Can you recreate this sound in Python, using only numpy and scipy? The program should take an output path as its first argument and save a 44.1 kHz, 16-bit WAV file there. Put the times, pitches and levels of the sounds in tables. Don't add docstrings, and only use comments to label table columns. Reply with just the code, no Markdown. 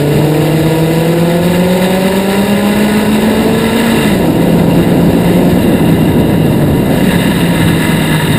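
import sys
import numpy as np
from scipy import signal
from scipy.fft import rfft, irfft, next_fast_len
from scipy.io import wavfile
from scipy.ndimage import uniform_filter1d

SR = 44100
rng = np.random.default_rng(int(sys.argv[2]) if len(sys.argv) > 2 else 0)


def generate_wav(signal):
    frames = np.transpose(np.atleast_2d(signal))
    scaled = np.clip(frames, -1, 1) * 32767
    pcm = np.round(scaled).astype(np.int16)
    wavfile.write(sys.argv[1], SR, pcm)


N = 369558


def from_db(db):
    return 10 ** (np.asarray(db) / 20)


def rms_one(x):
    return x / np.sqrt(np.mean(x ** 2) + 1e-20)


def automation(rows):
    times, *columns = np.transpose(rows)
    return [np.interp(np.arange(N) / SR, times, column) for column in columns]


def swells(rows):
    return sum(height * np.exp(-((np.arange(N) / SR - s) / width) ** 2) for s, width, height in rows)


def eq_db(curve, hz):
    points_hz, db = np.transpose(curve)
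    return np.interp(np.log(hz + 1e-9), np.log(points_hz), db)


def drift(rate):
    pole = np.exp(-80 * np.pi * rate / SR)
    slow = signal.lfilter([1], [1, -2 * pole, pole * pole], rng.standard_normal(N // 40 + 2002))[2000:]
    return np.interp(np.arange(N) / 40, np.arange(len(slow)), rms_one(slow))


def coloured_noise(curve):
    size = next_fast_len(N)
    hz = np.arange(size // 2 + 1) * SR / size
    roll_off = hz / np.hypot(hz, curve[0][0] / 2) / np.hypot(1, (hz / (2 * curve[-1][0])) ** 2)
    spectrum = rfft(rng.standard_normal(size)) * from_db(eq_db(curve, hz)) * roll_off
    return rms_one(irfft(spectrum, size)[:N])


def resonate(x, hz, width):
    r = np.exp(-np.pi * width / SR)
    poles = [1, -2 * r * np.cos(2 * np.pi * hz / SR), r * r]
    return signal.lfilter(np.array([1, 0, -1]) * (1 - r * r) / 2, poles, x)


# (time [s], boom [dB], boom stumble [dB], bark [dB], howl [dB], housing buzz [dB], gear hiss [dB])
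DRIVER_CUES = [(0.0, -0.5, 0, 0, -18.5, -22.5, -34.5), (4.12, -2.5, 1.5, -5.5, -23.5, -26, -38),
               (5.6, -15, 1, -8.5, -33, -23, -43), (5.78, 0, 3, -9, -28, -23.5, -41.5),
               (6.1, -5.5, 2.5, -10, -31, -24, -42), (6.95, -4, 4, -14, -28, -25.5, -37)]

def driver(glide_s=0.16):
    times, *columns = np.transpose(DRIVER_CUES)
    cue = np.searchsorted(times[1:], np.arange(N) / SR)
    return [uniform_filter1d(column[cue], int(glide_s * SR)) for column in columns]


# (time [s], firing rate [Hz])
REV_CURVE = [(0, 144.7), (0.6, 156.3), (1.049, 162.9), (1.45, 173), (2.0, 186.8), (2.75, 206.5), (3.3, 217),
             (3.88, 229.5), (4.03, 222.7), (4.24, 165.1), (5.58, 178), (5.82, 165.8), (6.25, 159.3),
             (6.82, 139.9), (7.03, 177.9), (7.6, 167.8), (8.38, 151)]

def revs(lead_s=0):
    return automation([(s - lead_s, hz) for s, hz in REV_CURVE])[0]


def rev_boost_db(hz, db_per_octave):
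    return db_per_octave * np.log2(hz / 180)


def firing_phase(hz, wobble):
    return 2 * np.pi * (rng.random() + np.cumsum(hz * (1 + wobble * drift(6.24))) / SR)


def exhaust(phase, hz, pipe, orders, flutter_db, smear=0.1285):
    return -np.sqrt(2) * sum(
        from_db(eq_db(pipe, k * hz) + flutter_db * drift(5.1)) * np.cos(k * phase - smear * k * k)
        for k in orders)


# (order [x firing rate], level [dB])
LOPE_ORDERS = [(.5, -20.5), (1.25, -16), (1.75, -19.5), (2.25, -17), (2.75, -10.5), (3.25, -12.5),
               (3.5, -18.5), (3.75, -10.5), (4.25, -11), (4.5, -6), (4.75, -7.5), (5.5, -4.5), (6.5, -14),
               (7.5, -12), (8.5, -5)]

def uneven_cylinders(phase, hz, pipe):
    lope = 0
    for order, db in LOPE_ORDERS:
        gain = from_db(eq_db(pipe, order * hz) + db + 3.3 * drift(1.8))
        lope += gain * np.cos(order * phase + rng.uniform(0, 2 * np.pi))
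    return np.sqrt(2) * lope


# (frequency [Hz], gain [dB])
OWN_PIPE_EQ = [(300, 0), (400, 2), (450, 0.5), (555, 4), (620, -10.5), (680, -12), (750, -11), (840, -14),
               (950, -12.5), (1030, -18), (1130, -26), (1300, -25.5), (1460, -17), (1590, -36), (2000, -43),
               (3000, -25)]
# (firing rate [Hz], boom [dB], bark [dB])
BODY_RESPONSE = [(145, -15.5, -17), (162.4, -16, -19), (175.7, -13.5, -21.5), (191, -17.5, -19),
                 (203, -14, -23.5), (215.1, -14, -24.5), (221, -19.5, -16), (228.8, -15.5, -19.5)]

def own_engine(phase, hz, boom_db, stumble_db, bark_db, howl_db):
    body_hz, body_boom_db, body_bark_db = np.transpose(BODY_RESPONSE)
    boom_gain = from_db(boom_db + np.interp(hz, body_hz, body_boom_db) + 3.0 + stumble_db * drift(23))
    bark_gain = from_db(bark_db + np.interp(hz, body_hz, body_bark_db) - 1.4)
    howl_gain = from_db(howl_db + rev_boost_db(hz, db_per_octave=10.5))
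    boom = -np.sqrt(2) * np.cos(phase)
    bark = exhaust(phase, hz, OWN_PIPE_EQ, range(2, 4), flutter_db=1.13)
    howl = exhaust(phase, hz, OWN_PIPE_EQ, range(4, 14), flutter_db=3.0)
    lope = uneven_cylinders(phase, hz, OWN_PIPE_EQ)
    return boom_gain * boom + bark_gain * bark + howl_gain * (howl + lope)


# (time [s], half-width [s], extra firing rate [Hz])
LEADER_REV_FLARES = [(0.1, 0.247, 6), (0.45, 0.14, 8)]
# (time [s], level [dB])
LEADER_FADER = [(0, -26), (0.3, -17.5), (2.5, -18), (3.1, -23.5), (3.6, -34), (5.2, -38), (6.2, -21.5),
                (7.2, -40)]
# (frequency [Hz], gain [dB])
LEADER_PIPE_EQ = [(160, -7.5), (320, 0.5), (400, -3), (520, -6.5), (630, -8), (720, -15.5), (840, -19.5),
                  (930, -16), (1100, -30), (1450, -34), (2000, -29)]

def car_ahead():
    hz = revs(lead_s=0.335) + swells(LEADER_REV_FLARES)
    level_db, = automation(LEADER_FADER)
    phase = firing_phase(hz, wobble=0.0017)
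    return from_db(level_db) * exhaust(phase, hz, LEADER_PIPE_EQ, range(1, 11), flutter_db=1.44)


# (frequency [Hz], level [dB])
BUFFET_EQ = [(20, -20), (40, -14.5), (70, -6.5), (110, -3.5), (160, -4), (220, -5), (400, -26)]
# (time [s], half-width [s], boost [dB])
GUST_SWELLS = [(0.17, 0.053, 7), (0.66, 0.045, 5), (1.5, 0.087, 6.5), (6.33, 0.065, 3), (6.7, 0.09, 5.5),
               (7.65, 0.11, 6.5), (8.33, 0.078, 4.5)]

def buffeting(air_db, follow=0.75):
    level_db = follow * air_db - 8 + swells(GUST_SWELLS) + 0.89 * drift(9.5)
    return from_db(level_db) * coloured_noise(BUFFET_EQ)


# (frequency [Hz], level [dB])
RUSH_EQ = [(100, -8.5), (170, 3.5), (230, 4), (320, 2), (420, -5), (560, -11.5), (750, -15.5), (1100, -33),
           (3000, -60.5)]
# (pitch [Hz], bandwidth [Hz], level against the airstream [dB])
HOLLOW_MODES = [(955, 23, -23.5), (2800, 120, -27.5)]

def rushing_air(air_db):
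    rush = from_db(air_db + 0.7 + drift(21)) * coloured_noise(RUSH_EQ)
    for hz, width, db in HOLLOW_MODES:
        gain = from_db(air_db + db + 2.8 * drift(11))
        rush += gain * rms_one(resonate(rng.standard_normal(N), hz, width))
    return rush


# (frequency [Hz], level [dB])
TYRE_EQ = [(200, -10), (400, 7), (600, 6), (800, -3), (1000, -6), (1150, -17), (1600, -11.5), (3000, -32.5)]
# (time [s], half-width [s], boost [dB])
TYRE_SCRUBS = [(6.93, 0.066, 6.5)]

def tyre_roar(tyre_db):
    return from_db(tyre_db + swells(TYRE_SCRUBS) + 1.5 + 1.1 * drift(25)) * coloured_noise(TYRE_EQ)


# (time [s], airstream [dB], tyres [dB])
BED_FADERS = [(0, -19.5, -25.5), (0.8, -21.5, -26), (2.4, -22, -25.5), (3.25, -16.5, -20),
              (3.8, -16.5, -21), (4.5, -10.5, -19.5), (6.6, -11.5, -22.5), (7.4, -13.5, -24),
              (8.38, -16, -26.5)]

def wind_and_road():
    air_db, tyre_db = automation(BED_FADERS)
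    return buffeting(air_db) + rushing_air(air_db) + tyre_roar(tyre_db)


def mount_shake(phase, pulse_db=1.5, cycle_db=0.5, surge_db=0.88, sway_db=0.72):
    throb_db = pulse_db * np.cos(phase) + cycle_db * np.cos(phase / 4)
    return from_db(throb_db + surge_db * drift(24) + sway_db * drift(2.9))


# (pitch [Hz], bandwidth [Hz], peak gain [dB])
HOUSING_MODES = [(946, 47.5, 1), (1294, 60, -7), (1422, 70, -7.5), (1698, 56, 0.5), (1835, 120, -4.5),
                 (2024, 64, 0), (2790, 118, -3.5), (3685, 86, -4), (3932, 97, -6.5), (8010, 76, -13),
                 (8270, 156, -12), (9280, 130, -13.5), (9970, 85, -14.5), (10300, 64, -14),
                 (10900, 110, -26), (12940, 83, -32), (13720, 80, -18), (14010, 100, -19),
                 (14530, 220, -16.5)]
# (time [s], buzz trim [dB])
BEND_LOAD = [(6.9, -3), (7.08, 2.5), (7.35, 5), (8.38, 8)]
# (time [s], half-width [s], boost [dB])
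MOUNT_JOLTS = [(4.07, 0.07, 2.5), (4.46, 0.056, 3), (4.86, 0.069, 3), (5.25, 0.078, 4.5), (7.12, 0.03, 3)]

def housing_buzz(shake, hz, buzz_db):
    grit = rms_one(rng.standard_normal(N) * shake * from_db(2.2 * drift(420)))
    rings = sum((-1) ** k * from_db(db) * resonate(grit, ring_hz, width)
                for k, (ring_hz, width, db) in enumerate(HOUSING_MODES))
    load_db = rev_boost_db(hz, db_per_octave=9.5) + automation(BEND_LOAD)[0] + swells(MOUNT_JOLTS)
    return from_db(buzz_db + load_db + 0.58 * drift(13) + 2.1) * rms_one(rings)


# (frequency [Hz], level [dB])
GEAR_EQ = [(900, -18), (1300, -15), (2400, 9), (3300, 1.5), (4500, 3.5), (5500, 1.5), (7300, 1), (9500, -4),
           (10800, -14), (12000, -9), (13300, -16), (15500, -3)]
# (frequency [Hz], level [dB])
SIZZLE_EQ = [(7000, -15), (10800, -8), (11500, 1.5), (11800, -1), (12300, -1), (12700, 0), (13200, -14),
             (15000, -19)]

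def gear_hiss(shake, hz, gear_db):
    crackle = rms_one(shake * from_db(drift(300)))
    hiss = from_db(gear_db + rev_boost_db(hz, db_per_octave=3.5) + 9.0) * coloured_noise(GEAR_EQ)
    sizzle = from_db(-35) * coloured_noise(SIZZLE_EQ)
    return crackle * (hiss + sizzle)


def scene():
    hz = revs()
    boom_db, stumble_db, bark_db, howl_db, buzz_db, gear_db = driver()
    phase = firing_phase(hz, wobble=0.00242)
    engines = own_engine(phase, hz, boom_db, stumble_db, bark_db, howl_db) + car_ahead()
    bed = wind_and_road()
    shake = mount_shake(phase)
    mono = engines + bed + housing_buzz(shake, hz, buzz_db) + gear_hiss(shake, hz, gear_db)
    return np.array([mono, mono])


def record(dry, notch_hz=6014, top_cut_hz=15300):
    mix = dry / (1 + np.abs(dry) ** 10) ** (1 / 10)
    b, a = signal.iirnotch(notch_hz, Q=4.86, fs=SR)
    for _ in range(3):
        mix = signal.lfilter(b, a, mix)
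    return signal.sosfilt(signal.ellip(12, .2, 80, top_cut_hz, fs=SR, output="sos"), mix)


dry = scene()
out = record(dry)
generate_wav(out)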